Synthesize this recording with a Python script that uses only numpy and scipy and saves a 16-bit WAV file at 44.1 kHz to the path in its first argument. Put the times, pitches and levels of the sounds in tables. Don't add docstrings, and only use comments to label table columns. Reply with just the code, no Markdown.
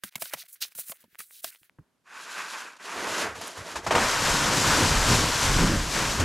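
import sys
import numpy as np
from scipy.fft import rfft, irfft, next_fast_len
from scipy.io import wavfile
from scipy.ndimage import uniform_filter1d, map_coordinates

SR = 44100
rng = np.random.default_rng(int(sys.argv[2]) if len(sys.argv) > 2 else 0)


def master_out(mix):
    frames = np.transpose(np.atleast_2d(mix))
    ceiling = np.clip(frames, -1, 1)
    pcm = np.round(ceiling * 32767).astype(np.int16)
    wavfile.write(sys.argv[1], SR, pcm)


N = 275184

# (frequency [Hz], relative level [dB])
POWDER_HISS = [(1650, -4.5), (2800, 0.5), (3290, 1.5), (5530, 2.5), (7590, 0.5), (8430, -4.5),
               (12200, -12.0), (14200, -23.5), (15000, -43), (15700, -90)]


def amp(db):
    return 10 ** (np.asarray(db) / 20)


def unit(x):
    return x / np.sqrt(np.mean(x ** 2) + 1e-20)


def along(points, hz):
    f, value = np.transpose(points)
    return np.interp(np.log(hz + 1), np.log(f + 1), value)


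def curves(rows, fade):
    times, *columns = np.transpose(rows)
    t = np.arange(N) / SR
    gate = np.clip(np.minimum(t - times[0], times[-1] + fade - t) / fade, 0, 1)
    eased = [uniform_filter1d(np.interp(t, times, c), size=SR // 100) for c in columns]
    return [gate] + eased


def wobble(rate):
    knots = rng.standard_normal(int(N * rate / SR) + 4)
    return map_coordinates(knots, [np.arange(N) * rate / SR])


def filtered(x, response):
    m = next_fast_len(N + SR // 2)
    hz = np.fft.rfftfreq(m, 1 / SR)
    return irfft(rfft(x, m) * response(hz), m)[..., :N]


def grit(spectrum, grain_db=0, flutter_db=0, modes=()):
    clumps = amp(grain_db * wobble(500) + flutter_db * wobble(25))
    noise = clumps * rng.standard_normal((2, N))

    def colour(f):
        ring = 1 + sum(amp(db + 6.0) / (1 + (2 * (f - c) / width) ** 2) for c, width, db in modes)
        return amp(along(spectrum, f)) * ring

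    return unit(filtered(noise, colour))


def place(pair, spot):
    balance, alike = spot

    def mid_side(hz):
        turn = np.arccos(np.clip(along(alike, hz), 0, 1)) / 2
        return np.array([np.cos(turn), np.sin(turn)])

    mid, side = filtered(pair, mid_side)
    left_right = np.array([mid + side, mid - side])
    return filtered(left_right, lambda hz: amp(np.outer([.5, -.5], along(balance, hz))))


def burst(s, db, rise, t60):
    out, start = np.zeros(N), round(s * SR)
    t = np.arange(min(N - start, SR // 2)) / SR
    decay = amp(db - 60 * t / max(t60, .004))
    out[start:][:len(t)] = decay * (1 - np.exp(-t / max(rise, .0003)))
    return out


def strokes():
    # (start [s], peak [s], end [s], crunch level at peak [dB], change from peak to end [dB],
    # sparkle over crunch [dB], fine over coarse crunch [dB])
    rakes = [(0.037, 0.039, 0.094, -46, -11.5, 5.5, 8), (0.108, 0.125, 0.15, -65, -5, 1, -6),
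             (0.169, 0.159, 0.19, -52, -12, 7, -10), (0.194, 0.218, 0.235, -43.5, -2, 6.5, 9),
             (0.233, 0.241, 0.303, -45, -3, 1.5, 7.5), (0.301, 0.342, 0.35, -43.5, 1, -1, -3),
             (0.33, 0.395, 0.43, -45, -3.5, -1, 6), (0.44, 0.46, 0.47, -60, -2, 5, 3),
             (0.479, 0.485, 0.52, -59, -8, 10.5, 6), (0.52, 0.53, 0.552, -62.5, -7, 20.5, 11),
             (0.549, 0.558, 0.575, -55, -9, -3, 4), (0.607, 0.625, 0.65, -30, -14, 1, 9),
             (0.646, 0.656, 0.69, -52, -11, 8, 4), (0.701, 0.72, 0.737, -60, -13, 2.5, -4),
             (0.749, 0.752, 0.82, -58, -5.5, 13.5, 2), (0.776, 0.797, 0.847, -41, -16, 7, 14),
             (0.833, 0.9, 0.92, -48, 0, 9.5, 13), (0.922, 0.924, 0.975, -64, -6, 7, -4),
             (1.003, 1.004, 1.03, -73, -3, 15.5, 1), (1.184, 1.19, 1.246, -47.5, -12, 7, 0.5),
             (1.245, 1.245, 1.34, -64, -5, 7.5, 11), (1.307, 1.35, 1.41, -50.5, -4, 0, 24),
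             (1.419, 1.44, 1.507, -52.5, -7, 10.5, 9), (1.505, 1.523, 1.58, -58.5, -9, 2, -1),
             (1.583, 1.586, 1.66, -71, -10, 9.5, 2)]
    # (frequency [Hz], relative level [dB])
    coarse_colour, fine_colour = ([(500, -33), (1000, -16), (1400, -3), (2400, -1.5), (3400, -16),
                                  (6000, -59.5)], [(1500, -28), (2600, -8.5), (4000, -1.5), (6500, -6.5),
                                  (8500, -26), (12000, -73)])
    # (frequency [Hz], relative level [dB])
    sparkle_colour = [(3530, -24.5), (6000, -7), (8850, 2.5), (12800, 2.5), (14100, 1), (15600, 4),
                      (16300, -41.5)]
    lead_in_db = -15
    coarse, fine, sparkle = np.zeros((3, N))
    for s, peak, end, db, change_db, sparkle_db, fine_db in rakes:
        span = slice(round(s * SR) - 200, round(end * SR) + 800)
        t = np.arange(N)[span] / SR
        gate = np.clip(np.minimum((t - s) / 0.0071, (end - t) / 0.0076) + .5, 0, 1)
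        level = gate * amp(db + np.interp(t, [s, peak, end], [lead_in_db, 0, change_db]))
        finer = amp(fine_db)
        coarse[span] += level / np.hypot(1, finer)
        fine[span] += level * finer / np.hypot(1, finer)
        sparkle[span] += level * amp(sparkle_db)
    return (coarse * grit(coarse_colour, grain_db=4.0, flutter_db=3.5)
            + fine * grit(fine_colour, grain_db=2.5, flutter_db=5.0)
            + sparkle * grit(sparkle_colour, grain_db=2.0, flutter_db=2.2))


def blows():
    # (time [s], spray level [dB], knock over spray [dB], thump over spray [dB], bite [Hz])
    hits = [(0.0356, -24, -13, -8, 1596), (0.155, -22.5, -30, -13, 2160), (0.179, -46.5, -2, -7, 1380),
            (0.2204, -20, -15, -18, 660), (0.255, -32, -15, -39, 1500), (0.3351, -20, -1.5, -16, 600),
            (0.371, -45.5, -6.5, -30, 764), (0.381, -44, -5, -30, 900), (0.4344, -45.5, -12, -20, 694),
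            (0.75, -41.5, -18, -20, 1440), (0.7846, -37.5, -1, -9, 1400), (0.8942, -37.5, -7, -6, 2400),
            (0.9177, -31, -2.5, -32, 1120), (1.0394, -54, 4, 6, 589), (1.191, -38.5, -23, -15, 2150),
            (1.2022, -32.5, -20, -26, 1240), (1.4431, -20, -29, -47, 663)]
    # (time [s], level [dB])
    crumbs = [(0.084, -65), (0.759, -57), (1.059, -64), (1.079, -57), (1.129, -57), (1.615, -50),
              (1.719, -65)]
    # (frequency [Hz], width [Hz], level before grit's added 6 dB [dB])
    knock_modes = [(543, 160, 9), (2240, 300, -6), (4100, 400, -7.5)]
    bite_db = -1.5
    t = np.arange(N) / SR
    spray = sum(burst(s, db, 0.0014, 0.026) for s, db, *_ in hits)
    knock = sum(burst(s, db + knock_db, 0.0045, 0.033) for s, db, knock_db, *_ in hits)
    bite = sum(burst(s, db + bite_db, 0.0024, 0.024) * np.sin(2 * np.pi * hz * (t - s))
               for s, db, _, _, hz in hits)
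    push = sum(burst(s, db + thump_db, 0.007, 0.053) for s, db, _, thump_db, _ in hits)
    push = push + sum(burst(s, db, 0.0028, 0.028) for s, db in crumbs)
    spray_colour = [(300, -16.0), (900, -5.0), (2500, -1.5), (6000, -5.5), (15000, -5), (16500, -27)]
    knock_colour = [(150, -47.0), (350, -12.0), (900, 6), (2500, -13.0), (5000, -18), (8000, -54)]
    push_colour = [(25, -35), (70, -5.0), (160, -3.0), (350, -5.0), (700, -50)]
    return (spray * grit(spray_colour, grain_db=0.5)
            + knock * grit(knock_colour, modes=knock_modes)
            + push * grit(push_colour, modes=[(186, 87, 4)])
            + [bite, np.zeros(N)])


def ticks():
    # (time [s], level before the 3.5 dB lift below [dB], centre [Hz])
    snaps = [(0.125, -46, 3220), (0.1391, -47, 2330), (0.148, -40, 2900), (0.308, -40, 2230),
             (0.3122, -39, 2090), (0.463, -50, 3600), (0.6512, -29, 3100), (0.7217, -43, 2610),
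             (0.957, -47.5, 2760), (0.971, -48, 3180), (1.03, -51, 3240), (1.1478, -40.5, 1810),
             (1.155, -35.5, 1920), (1.3091, -40, 2010), (1.505, -38.5, 5380), (1.549, -39, 2440),
             (1.5594, -41, 3210), (1.6324, -42, 2775), (1.6964, -40, 2140)]
    out, t = np.zeros(N + SR), np.arange(SR // 100) / SR
    for s, db, hz in snaps:
        snap = np.sin(2 * np.pi * hz * t) * np.exp(-1.3 * hz * t)
        edge = 0.16 * rng.standard_normal(len(t)) * amp(-60 * t / 0.0022)
        out[round(s * SR):][:len(t)] += amp(db + 3.5) * (snap + edge)
    no_bass = lambda f: (1j * f / (450 + 1j * f)) ** 2
    return np.array([filtered(out[:N], no_bass), np.zeros(N)])


def drags():
    # (time [s], blade level [dB], hiss over blade [dB])
    pulls = [
        [(2.03, -84, -3), (2.072, -55, -11), (2.156, -43.5, -7), (2.344, -41.5, -5.5), (2.374, -35, -7.5),
         (2.518, -42.5, -1.5), (2.548, -33, -12), (2.6, -41, -2), (2.662, -41, -7.5), (2.764, -54.5, -7),
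         (2.775, -50, 7)],
        [(2.775, -63, -3.5), (2.811, -43.5, -8), (2.829, -46.5, -4), (2.857, -39.5, -5.5), (3.043, -34, -4),
         (3.057, -33, -8), (3.083, -36, -3), (3.213, -30, -2.5), (3.239, -31, -3.5), (3.325, -39.5, -10.5),
         (3.35, -49, -6)],
        [(3.35, -39.5, -7), (3.4, -45.5, -3.5), (3.44, -40.5, -2), (3.48, -41.5, 1), (3.55, -48.5, -3),
         (3.575, -41.5, -0.5), (3.64, -45.5, -2.5), (3.67, -41.5, -1), (3.75, -43.5, -1.5), (3.81, -52, -11),
         (3.85, -43, 1)],
    ]
    # (time [s], share [0-1])
    freedom = [(2.05, 1.0), (2.45, 0.87), (2.7, 0.8), (3.0, 0.34), (3.9, 0.33)]
    # (frequency [Hz], width [Hz], level before grit's added 6 dB [dB])
    blade_modes = [(1120, 80, -7.5), (1550, 220, 2.5), (2560, 410, 2)]
    # (frequency [Hz], relative level [dB])
    scrape_colour = [(260, -25.5), (450, -16.5), (728, -4.5), (941, 3.5), (1300, 2), (1540, -0.5),
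                     (1970, -0.5), (3500, -16.5), (4550, -45), (7700, -120)]
    # (frequency [Hz], relative level [dB])
    hiss_colour = [(1650, -43), (2800, -2.0), (4850, -3.5), (7270, -4.5), (8240, -10.5), (9880, -10.5),
                   (12000, -17), (13900, -26), (14800, -41), (15400, -90)]
    # (frequency [Hz], relative level [dB])
    sheet_colour = [(82, -73), (140, -14), (168, -2.5), (215, -3), (440, 2.5), (700, 1.5), (910, -14),
                    (1540, -120)]
    sheet_db, sheet_loaded_db = -18.5, 21
    gate, blade_db, hiss_db = curves(np.concatenate(pulls), fade=0.023)
    free = np.clip(np.interp(np.arange(N) / SR, *np.transpose(freedom)), 0, 1)
    ringing = grit(scrape_colour, grain_db=2.0, flutter_db=1.1, modes=blade_modes)
    damped = grit(scrape_colour, grain_db=1.0, flutter_db=-1.0)
    blade = np.sqrt(free) * ringing + np.sqrt(1 - free) * damped
    hiss = amp(hiss_db) * grit(hiss_colour, grain_db=1.3, flutter_db=1.75)
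    sheet_level = amp(sheet_db + sheet_loaded_db * (1 - free))
    sheet = sheet_level * grit(sheet_colour, grain_db=2.0, flutter_db=1.0)
    return gate * amp(blade_db) * (blade + hiss + sheet)


def spits():
    # (time [s], level before the 1 dB lift below [dB])
    chips = [(3.4148, -32), (3.4722, -32), (3.479, -30)]
    thin = [(2500, -50), (5000, -5), (10000, 2), (14000, -8), (15000, -80)]
    return sum(burst(s, db + 1, 0.0003, .008) for s, db in chips) * grit(thin)


def slide():
    # (time [s], roof level [dB], hiss over roof [dB])
    rush = [(3.86, -45, -3), (3.91, -33, -8), (4.02, -26.5, -2), (4.21, -28, -1.5), (4.3, -24, -1),
            (4.39, -27, -1), (4.5, -26.5, -1.5), (4.6, -27, -0.1), (4.73, -24, -0.3), (4.99, -27, 0),
            (5.13, -24.5, 0), (5.3, -30, 1.5), (5.46, -27.5, 1), (5.63, -26.5, -2.5), (5.71, -29.5, -3),
            (5.85, -35.5, 1), (5.93, -33.5, 2), (5.95, -30.5, 1.5), (6.04, -27.5, -2.5), (6.18, -32.5, 0),
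            (6.24, -27.5, -10)]
    # (time [s], tumbling level [dB], ground boom level [dB])
    landing = [(3.86, -47, -50), (3.97, -28, -40), (4.12, -44.5, -47), (4.3, -31.5, -38),
               (4.52, -34.5, -37.5), (4.61, -30.5, -50), (4.69, -31.5, -30), (4.82, -26.5, -35),
               (4.99, -37, -26), (5.13, -24.5, -27.5), (5.3, -34.5, -29), (5.37, -41.5, -39.5),
               (5.46, -36, -27), (5.55, -29.5, -29.5), (5.63, -24, -29), (5.72, -28.5, -26.5),
               (5.85, -41, -29.5), (5.93, -38, -39), (6.02, -33.5, -37), (6.17, -37, -36.5),
               (6.24, -22.5, -27)]
    # (frequency [Hz], relative level [dB])
    roof_colour = [(260, -16.5), (450, -4), (736, -2.5), (854, -3.5), (950, 2), (1210, -1.5), (1580, -0.5),
                   (1800, -3.5), (3200, -11.5), (4160, -79), (7040, -120)]
    # (frequency [Hz], relative level [dB])
    tumble_colour = [(53, -33), (90, -3.5), (167, -1.5), (199, -2.5), (296, -2), (397, -9.5), (600, -11),
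                     (780, -53), (1320, -120)]
    # (frequency [Hz], relative level [dB])
    boom_colour = [(8.8, -30), (15, 4.5), (32, 6), (130, 0.5), (170, -6), (290, -120)]
    gate, roof_db, hiss_db = curves(rush, fade=0.062)
    _, tumble_db, boom_db = curves(landing, fade=0.041)
    roof = amp(roof_db) * grit(roof_colour, grain_db=0.1, flutter_db=0.95)
    hiss = amp(roof_db + hiss_db) * grit(POWDER_HISS, grain_db=0.67, flutter_db=0.76)
    tumble = amp(tumble_db) * grit(tumble_colour, grain_db=2.0, flutter_db=1.5)
    boom = amp(boom_db) * grit(boom_colour, grain_db=-2.5, flutter_db=2.0)
    return gate * (roof + hiss + tumble + boom)


def cracks():
    # (time [s], level [dB], thump over level [dB], hiss over level [dB], t60 [s])
    breaks = [(2.806, -54, -32, -14, 0.1), (3.412, -25.5, -13, -8, 0.093), (3.755, -17, -13.5, -12.5, 0.17),
              (3.864, -12.5, -9, -14, 0.13), (3.907, -7.5, -23, -19, 0.22), (3.95, -6, -16, -19, 0.18),
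              (3.981, -14.5, -19, -30, 0.11), (6.197, -18.5, 3, -2.5, 0.12)]
    roof = sum(burst(s, db - 11, 0.00063, t60) for s, db, _, _, t60 in breaks)
    thump = sum(burst(s, db + low_db - 7.5, 0.016, 1.56 * t60) for s, db, low_db, _, t60 in breaks)
    puff = sum(burst(s, db + hiss_db - 2.5, 0.0045, t60) for s, db, _, hiss_db, t60 in breaks)
    roof_colour = [(150, -30), (350, 4.0), (1000, 8.0), (1800, 1.5), (3500, -8.5), (7000, -36), (12000, -120)]
    thump_colour = [(25, -21), (70, -5.0), (170, -21), (350, -13), (600, -48), (1200, -120)]
    return (roof * grit(roof_colour)
            + thump * grit(thump_colour, modes=[(177, 31, 0)])
            + puff * grit(POWDER_HISS))


def thuds():
    # (time [s], level [dB], frequency [Hz], t60 [s])
    blocks = [(4.821, -20, 96.2, 0.27), (4.86, -21.5, 149.3, 0.38), (4.955, -19.5, 40.8, 0.29),
              (5.103, -17.5, 116.7, 0.29), (5.49, -17, 39.8, 0.21), (5.595, -12, 172, 0.29),
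              (5.609, -17.5, 29.5, 0.47), (6.196, -14.5, 89.5, .4)]
    t = np.arange(N) / SR
    notes = sum(burst(s, db, 0.0073, t60) * np.sin(2 * np.pi * hz * (t - s)) for s, db, hz, t60 in blocks)
    return np.array([notes, np.zeros(N)])


def shift():
    # (time [s], rumble level [dB])
    rumbles = [(2.9, -75), (2.996, -57.5), (3.17, -62), (3.264, -47), (3.436, -54), (3.54, -71),
               (3.585, -45), (3.62, -46), (3.678, -62), (3.76, -42), (3.808, -60), (3.9, -50)]
    # (frequency [Hz], relative level [dB])
    rafter_colour = [(18, -51), (30, -28), (85, -1.5), (105, 1), (130, -14), (170, -5), (220, -24),
                     (370, -120)]
    gate, rumble_db = curves(rumbles, fade=0.036)
    return gate * amp(rumble_db) * grit(rafter_colour, grain_db=3.0, flutter_db=5.5)


def lump():
    # (tap [dB], thump [dB], settling rustle [dB])
    tap_db, thump_db, rustle_db = [-43.5, -36.5, -74]
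    s = 1.786
    tap_colour = [(200, -20), (500, 3), (1500, -4), (2800, -22), (4500, -60)]
    thump_colour = [(25, -29.0), (70, 4), (250, -5), (450, -18), (800, -54)]
    rustle_colour = [(100, -21), (300, -13), (1500, -8), (3000, -32)]
    tap = burst(s, tap_db, 0.00064, 0.021) * grit(tap_colour)
    thump = burst(s, thump_db, 0.004, 0.079) * grit(thump_colour)
    rustle = burst(s, rustle_db, 0.018, 0.86) * grit(rustle_colour)
    return tap + thump + rustle


def background():
    # (frequency [Hz], relative level [dB])
    bright_colour = [(35, -42), (60, -11.5), (456, -14), (962, -21.5), (1610, -3.5), (2750, -8.5),
                     (7670, -16.5), (11400, -10.5), (14400, -11), (15800, -13)]
    # (frequency [Hz], relative level [dB])
    dull_colour = [(24, -52), (40, -24), (113, -12), (277, -8.5), (313, -16), (345, -12), (559, -18.0),
                   (7630, -31), (13000, -33.0), (14500, -80)]
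    bright_db, dull_db = -66.5, -75
    early = np.clip((1.7 - np.arange(N) / SR) / .01, 0, 1)
    bright = amp(bright_db) * grit(bright_colour, flutter_db=6.0)
    dull = amp(dull_db) * grit(dull_colour)
    return early * bright + (1 - early) * dull


def scene():
    # (frequency [Hz], left over right [dB])
    # and (frequency [Hz], likeness of left and right [0-1])
    near = ([(60, -1.5), (240, -1.0), (950, -0.34), (3770, -1.0), (15000, -1.0)], [(60, 0.9), (240, 0.98),
             (950, 1), (3770, 1), (15000, 0.98)])
    eave = ([(60, -0.5), (180, -0.7), (550, -1.9), (1650, -0.33), (4970, -0.36), (15000, 1)], [(60, 0.65),
             (180, 0.97), (550, 0.99), (1650, 0.98), (4970, 0.99), (15000, 0.99)])
    slope = ([(100, -.2), (640, 0), (1400, .3), (3100, 2), (6800, 2.4), (12000, 1.5), (15000, .3)],
              [(100, .998), (300, .99), (640, .97), (1400, .985), (2200, .95), (3500, .97), (5000, .99),
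              (9000, .985), (12000, .86), (14000, .8)])
    wide = [(100, -.6), (9000, -.6)], [(100, 0.65), (9000, 0.68)]
    return (place(strokes() + blows() + ticks() + lump(), near)
            + place(drags() + spits(), eave)
            + place(slide() + cracks() + thuds() + shift(), slope)
            + place(background(), wide))


def record(dry):
    return filtered(dry, lambda hz: hz < 16100)


dry = scene()
out = record(dry)
master_out(out)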